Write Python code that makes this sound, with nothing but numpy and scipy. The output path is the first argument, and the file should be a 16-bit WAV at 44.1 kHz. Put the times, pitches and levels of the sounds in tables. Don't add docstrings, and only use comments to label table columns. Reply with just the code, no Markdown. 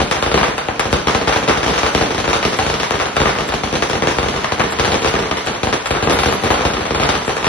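import sys
import numpy as np
from scipy import signal
from scipy.fft import rfft, irfft, next_fast_len
from scipy.io import wavfile
from scipy.ndimage import uniform_filter1d, minimum_filter1d

SR = 44100
rng = np.random.default_rng(int(sys.argv[2]) if len(sys.argv) > 2 else 0)


def rack_gain(trim_db):
    fader = np.asarray(trim_db, float)
    return 10 ** (fader / 20)


def output_pcm(signal):
    pcm = np.clip(np.atleast_2d(signal).T, -1, 1) * 32767
    wavfile.write(sys.argv[1], SR, np.round(pcm).astype(np.int16))


N = 329868

# start_s, blast_db, boom_db (rel crack), snap_db (rel crack)
BANGS = [(0.003, 8, 1.5, -10.5), (0.113, 9.5, -2.5, -8), (0.226, 10, -5, -10.5), (0.413, 6, 2, -18.5),
         (0.686, 7, -2, -19), (0.796, 9, -3.5, -9), (0.929, 9.5, 5, -8), (1.071, 9, 0.5, -8),
         (1.149, 9.5, 1.5, -10), (1.281, -0.5, 3, -1), (1.496, 11, -3.5, -20.5), (1.95, 6, 7, -3),
         (2.589, 9.5, -4, -12.5), (2.909, 6, 0, -9), (3.167, 11.5, -5.5, -12.5), (3.257, 12, -3, -15.5),
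         (3.523, 2, -7, -12), (3.824, 7.5, -0.5, -7.5), (4.186, 7, 1.5, -10), (4.445, 7.5, -8.5, -12),
         (4.522, 5.5, 0.5, -8.5), (4.604, 11, -6, -17), (4.797, 8.5, 2, -8.5), (5.313, 7, -1, -11),
         (5.633, 4.5, 4.5, -5), (5.859, 4.5, -18.5, -8), (5.908, 5.5, 4, -6), (6.073, 6.5, 5, -19),
         (6.512, 5, -34.5, -15), (7.279, 2, 7, -12.5)]


def charges():
    # start_s, blast_db
    deep = [(0.016, 2), (0.343, 7), (0.363, -10.5), (1.485, 5), (1.574, 3), (1.68, 3), (1.865, 3),
            (2.025, 1.5), (2.364, -2.5), (2.452, 4), (2.625, -1), (5.506, -6.5), (3.203, 4), (3.407, 1),
            (3.755, 3.5), (3.899, 2.5), (4.091, -4.5), (4.639, 0.5), (4.839, 0), (5.021, -1.5), (5.076, 1),
            (5.191, -2), (6.026, 3), (6.098, 3), (6.26, 3), (6.446, 1), (6.521, -8.5), (6.662, -4),
            (7.036, -1.5), (3.54, 3)]
    # start_s, blast_db
    thin = [(0.377, 11), (0.431, 11), (0.581, 6.5), (1.084, 8), (1.293, 7.5), (1.326, 8.5), (1.478, 8.5),
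            (1.511, 7), (1.737, 5), (1.78, 7.5), (1.858, 6.5), (1.88, 2.5), (1.979, 4), (2.299, 4.5),
            (2.332, 9.5), (2.429, 7), (2.598, 8), (2.833, 5.5), (3.0, 8.5), (3.237, -1.5), (4.849, 9),
            (5.154, 5.5), (5.971, 4), (6.105, 6), (6.234, 10), (6.467, 5.5), (6.542, 7.5), (7.03, 9),
            (7.295, 6.5), (7.445, 7.5)]
    # start_s, blast_db
    plain_a = [(0.316, 4.5), (1.213, 3), (1.361, 8), (1.631, 6.5), (1.833, 8), (2.147, 3), (2.181, 3.5),
               (2.531, 2.5), (2.665, 2.5), (2.689, 0.5), (3.636, 4), (4.073, 8.5), (4.23, 4.5), (4.724, 2),
               (4.904, -2), (4.944, 7), (5.063, 3), (5.14, 6.5), (5.742, -10.5), (5.951, 5.5), (6.123, 6.5),
               (6.326, 6), (6.437, 3), (6.593, 1), (6.652, 7), (6.908, 3), (6.999, 5.5), (7.051, 2),
               (7.091, 9), (7.153, 6)]
    # start_s, blast_db
    plain_b = [(0.168, 2), (1.428, 1.5), (1.698, 2.5), (1.727, -4), (2.012, 8.5), (2.243, 5), (2.279, 5.5),
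               (2.741, 3), (2.94, 3), (3.012, 3.5), (3.49, 3.5), (3.932, 3.5), (3.953, 3.5), (4.023, 8),
               (4.169, -1), (4.285, 2.5), (4.92, 6.5), (5.047, 8), (5.085, 0), (5.371, 0.5), (5.671, 5.5),
               (5.728, 8.5), (6.189, 8), (6.285, 4.5), (6.505, 11.5), (6.609, 5.5), (6.736, 1.5),
               (6.768, 3.5), (7.141, 1.5), (7.368, 5)]
    # start_s, blast_db
    plain_c = [(0.263, 2.5), (0.483, 0.5), (0.855, 1.5), (0.957, -4), (1.275, 9.5), (1.663, 5.5),
               (4.261, 0.5), (2.107, 2.5), (2.701, 4.5), (2.8, 4), (3.057, 2.5), (3.217, 5), (3.293, 2.5),
               (3.387, 4), (3.537, -1), (3.728, 3), (4.34, 0), (4.362, 3), (4.596, 6), (4.788, 3),
               (4.879, 4), (5.225, 1.5), (5.472, 6), (5.552, -1.5), (6.035, 0.5), (6.636, -5.5),
               (6.809, 0.5), (6.854, 1.5), (6.948, 6), (7.429, -1.5)]
    # start_s, blast_db
    hidden = [(.909, -6.5), (1.097, 0.5), (1.761, 2), (2.058, -3), (2.201, 0), (2.29, -2.5), (2.355, 3.5),
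              (2.954, 0.5), (3.182, -3.5), (3.272, 1.5), (3.362, -1), (3.675, -2), (3.749, -4.5),
              (4.111, 2.5), (4.377, -2.5), (4.437, -4), (4.933, -0.5), (5.258, -2.5), (5.465, -3.5),
              (5.484, 0.5), (6.169, -2), (6.427, -4), (6.701, 0), (7.016, 4), (7.099, -7.5), (7.22, -9.5),
              (7.326, -5.5), (7.467, 7.5)]
    # boom_db (rel), snap_db (rel)
    kinds = [
        (8, 2),
        (-7, -4.5),
        (4, -2),
        (4, -2.5),
        (3.5, -2),
        (1.5, -1),
    ]
    usual_boom_db, usual_snap_db, colour_spread_db = -1.5, -6.5, 2
    pair_gap_s, pair_gap_spread_s = .016, .016
    neighbour_db, neighbour_spread_db = -9.5, 4.5

    rows = [np.array(BANGS, float) - (0, 0, usual_boom_db, usual_snap_db)]
    for group, kind_db in zip((deep, thin, plain_a, plain_b, plain_c, hidden), kinds):
        spread_db = colour_spread_db * rng.standard_normal((len(group), 2))
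        rows.append(np.hstack([group, kind_db + spread_db]))
    listed = np.vstack(rows)
    luck = rng.exponential(size=(len(listed), 2))
    paired = listed * (0.99, 0.9, 0.46, 0.42)
    paired[:, 0] += pair_gap_s + pair_gap_spread_s * luck[:, 0]
    paired[:, 1] += neighbour_db - neighbour_spread_db * luck[:, 1]
    return np.vstack([listed, paired[paired[:, 0] < N / SR]]).T


def shares(hz):
    thump_hz, boom_hz, snap_hz = 157, 624, 2420
    under = [1 / (1 + (hz / edge_hz) ** 4) for edge_hz in (thump_hz, boom_hz, snap_hz)]
    return np.diff([0 * hz, *under, 0 * hz + 1], axis=0)


def band_sizes(blast_db, boom_db, snap_db):
    return [rack_gain(blast_db + tilt_db) for tilt_db in (boom_db, boom_db, 0, snap_db)]


def scatter(at_s, size, length):
    line = np.zeros(length)
    np.add.at(line, np.clip(at_s * SR, 0, N - 1).astype(int), size)
    return rfft(line)


def blasts(start_s, sizes, length, hz):
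    # direct_db (past the wall), slap_db (off the house front)
    front = [
        (1.5, -8),
        (2.5, -8),
        (5, -6),
        (2.5, -8),
    ]
    tear_s, tear_db = .0028, -5
    slap_delay_s, slap_spread_s = .014, .0008
    shade_db = -2.2

    chance = rng.standard_normal((len(start_s), 3, 6))
    is_shred = np.arange(6) > 0
    shred_s = start_s[:, None] + tear_s * np.abs(chance[:, 0]) * is_shred
    shred = np.where(is_shred, rack_gain(tear_db) * chance[:, 1], 1.)
    shred = shred / np.sqrt(np.sum(shred ** 2, axis=1, keepdims=True))
    whole = 1. * ~is_shred
    slap_s = shred_s + slap_delay_s + slap_spread_s * chance[:, 2]
    seen = rack_gain(shade_db * (np.arange(len(start_s)) >= len(BANGS)))[:, None]

    direct = 0
    bands = zip(shares(hz), sizes, (whole, whole, shred, shred), front)
    for share, size, parts, (direct_db, slap_db) in bands:
        burst = parts * size[:, None]
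        past_wall = rack_gain(direct_db) * scatter(shred_s, burst * seen, length)
        slap = rack_gain(slap_db) * scatter(slap_s, burst, length)
        direct = direct + share * (past_wall + slap)
    return direct


def ring(t60_s, db, uneven, length):
    early_db, early_t60_s, rise_s = 6, 0.051, .008
    t = np.arange(SR) / SR
    decay = rack_gain(-60 * t / t60_s) + rack_gain(early_db - 60 * t / early_t60_s)
    wash = rng.standard_normal(SR) * uneven * decay * (1 - np.exp(-t / rise_s))
    return rfft(wash * rack_gain(db) / np.sqrt(np.sum(wash ** 2)), length)


def street(start_s, sizes, length, hz):
    # ring_db, t60_s
    ring_bands = [
        (-1.5, 0.32),
        (4.5, 0.54),
        (7.5, 0.52),
        (7.5, 0.52),
    ]
    places, echo_spread_db = 4, 2
    lump_db, lump_hz = 2.5, 170

    walls = np.repeat(rng.standard_normal((places, SR // 98)), 98, axis=1)
    uneven = rack_gain(echo_spread_db * walls)
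    patch_hz = lump_hz * np.arange(150)
    lumps = [rack_gain(np.interp(hz, patch_hz, lump_db * row)) for row in rng.standard_normal((places, 150))]
    lumps = lumps / np.sqrt(np.mean(np.square(lumps), axis=0))

    both, apart = 0, 0
    for share, size, (ring_db, t60_s) in zip(shares(hz), sizes, ring_bands):
        for place in range(places):
            clicks = scatter(start_s[place::places], size[place::places], length)
            blast = share * lumps[place] * clicks
            both = both + blast * ring(t60_s, ring_db, uneven[place], length)
            apart = apart + blast * ring(t60_s, ring_db, uneven[place], length)
    return both, apart


def colour(table, hz):
    f, db = np.transpose(table)
    gain = rack_gain(np.interp(np.log(hz + 1), np.log(f), db))
    return gain / np.sqrt(np.mean(gain[hz < 6000] ** 2))


def scene():
    # freq_hz, level_db (per Hz)
    sum_spectrum = [(15, -40.5), (25, -20), (55, -2), (140, -2), (300, -5.5), (450, -2), (1290, -8.5),
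                    (3660, -14), (5010, -20.5), (5850, -20), (7200, -25), (12000, -32.5), (13000, -58),
                    (22000, -120)]
    # freq_hz, level_db (per Hz)
    apart_spectrum = [(15, -50), (25, -19), (90, -11), (182, -6.5), (331, -9), (516, -1.5), (894, -1),
                      (1860, -9.5), (2670, -5.5), (4060, -15), (5010, -13), (10700, -19), (11800, -26.5),
                      (12800, -53), (16700, -83), (22000, -120)]
    # freq_hz, phase_rad
    port_turn = [
        (200, 1.55),
        (600, 1.2),
        (1200, 0.39),
        (2500, 1.45),
        (5000, 1.5),
    ]
    both_db, apart_db, far_db = 7, 3.5, -32.5

    length = next_fast_len(N + SR)
    hz = np.arange(length // 2 + 1) * SR / length
    start_s, blast_db, boom_db, snap_db = charges()
    sizes = band_sizes(blast_db, boom_db, snap_db)
    direct = blasts(start_s, sizes, length, hz)
    both, apart = street(start_s, sizes, length, hz)
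    far = rfft(rack_gain(far_db) * rng.standard_normal((2, length)))
    mid = rack_gain(both_db) * colour(sum_spectrum, hz) * (direct + both + far[0])
    lead = np.exp(1j * np.interp(hz, *np.transpose(port_turn)))
    side = rack_gain(apart_db) * colour(apart_spectrum, hz) * (direct * lead + apart + far[1])
    return irfft(np.array([mid + side, mid - side]), length)[:, :N]


def bass_lag(x):
    lag_turns = 1.38
    hz = np.arange(N // 2 + 1) * SR / N
    turns = lag_turns * (hz / 1500 - np.log((hz + 60) / 2000))
    return irfft(rfft(x) * np.exp(2j * np.pi * turns), N)


def limiter(x):
    limit_db, look_ahead_s = -.2, .001
    span = int(look_ahead_s * SR) + 1
    gain = np.minimum(1, rack_gain(limit_db) / (np.abs(x).max(axis=0) + 1e-9))
    return x * uniform_filter1d(minimum_filter1d(gain, 2 * span), span)


def holes(x, empty, hunger):
    hz, s, z = signal.stft(x, SR, "cosine", 2048, 1024)
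    luck = rng.standard_normal((len(hz) // 12 + 1, len(s)))
    luck = uniform_filter1d(luck, size=2, axis=1)
    rank = luck.argsort(axis=1).argsort(axis=1) / len(s)
    rank = np.repeat(rank, 12, axis=0)[:len(hz)]
    share = np.interp(hz // 258 * 258, *np.transpose(empty))[:, None]
    keep = rank >= share ** (1 / np.interp(s, *np.transpose(hunger)))
    return signal.istft(z * keep, SR, "cosine", 2048, 1024)[1][:N]


def thin_bands(x):
    # freq_hz, share (0-1)
    sum_empty = [(4300, 0), (4900, .45), (5600, .2), (6200, .35), (6700, .8), (7300, 1)]
    # freq_hz, share (0-1)
    apart_empty = [(3400, 0), (4100, .12), (4800, 0), (7500, 0), (9500, .18), (11200, .35), (12000, .9),
                   (12400, 1)]
    # freq_hz, share (0-1)
    top_empty = [(7000, .45), (10000, .55), (10900, .4), (11500, .2), (12400, .6)]
    # time_s, factor (on its empty share)
    sum_hunger = [(0, 1), (.35, 2), (.6, 1), (1.5, .6), (3, .8), (4.2, .8), (5.1, 1.8), (5.5, 1), (6.1, 2),
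                  (6.4, 1), (6.8, 2), (7.2, 1)]
    # start_s, length_s, level_db
    top_kept = [(0.089, 0.049, 0), (0.193, 0.071, -4), (0.555, 0.047, 2), (0.663, .038, -2),
                (0.788, 0.023, 6.5), (0.897, 0.059, 0), (1.062, 0.016, -12), (1.259, 0.031, -4),
                (1.916, 0.043, -5), (2.555, 0.048, 6), (2.893, 0.032, 0.6), (3.13, 0.063, -1),
                (3.461, 0.046, 4), (3.796, 0.04, -5), (3.879, 0.026, 0.5), (4.694, 0.05, 8.5),
                (4.994, 0.042, -4), (5.285, 0.038, -3), (5.446, 0.034, 7), (5.625, 0.011, -7),
                (5.804, 0.14, 1), (6.396, 0.086, -5), (7.237, 0.075, 6), (7.334, 0.069, 0),
                (7.378, 0.085, -5)]
    # start_s, length_s, level_db
    tip_kept = [
        (4.569, 0.036, -1),
        (6.101, 0.09, 8.5),
        (6.16, 0.11, 6),
        (6.242, 0.067, -1),
        (6.299, 0.084, 8),
        (6.37, 0.11, 1),
        (6.457, 0.14, 3),
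        (7.192, 0.066, -4),
        (7.3, 0.044, -1.5),
    ]
    top_from_hz, tip_from_hz, top_hz = 7100, 10220, 11700

    hz, t = np.arange(N // 2 + 1) * SR / N, np.arange(N) / SR
    mid = (x[0] + x[1]) / 2
    side = holes((x[0] - x[1]) / 2, apart_empty, [(0, 0.62)])
    kept = holes(mid, sum_empty, sum_hunger)
    top = rfft(holes(mid, top_empty, [(0, 0.67)])) * (hz < top_hz)
    for low_hz, spells in ((top_from_hz, top_kept), (tip_from_hz, tip_kept)):
        window = np.zeros(N)
        for start_s, length_s, db in spells:
            part = slice(int(start_s * SR), int((start_s + length_s) * SR))
            window[part] += rack_gain(db) * np.sin(np.pi * (t[part] - start_s) / length_s) ** 2
        kept += window * irfft(top * (hz > low_hz), N)
    return np.array([kept + side, kept - side])


def top_cut(x):
    return signal.sosfilt(signal.butter(12, 12960, fs=SR, output="sos"), x)


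def record(dry):
    mix = thin_bands(limiter(bass_lag(dry)))
    return top_cut(mix)


dry = scene()
out = record(dry)
output_pcm(out)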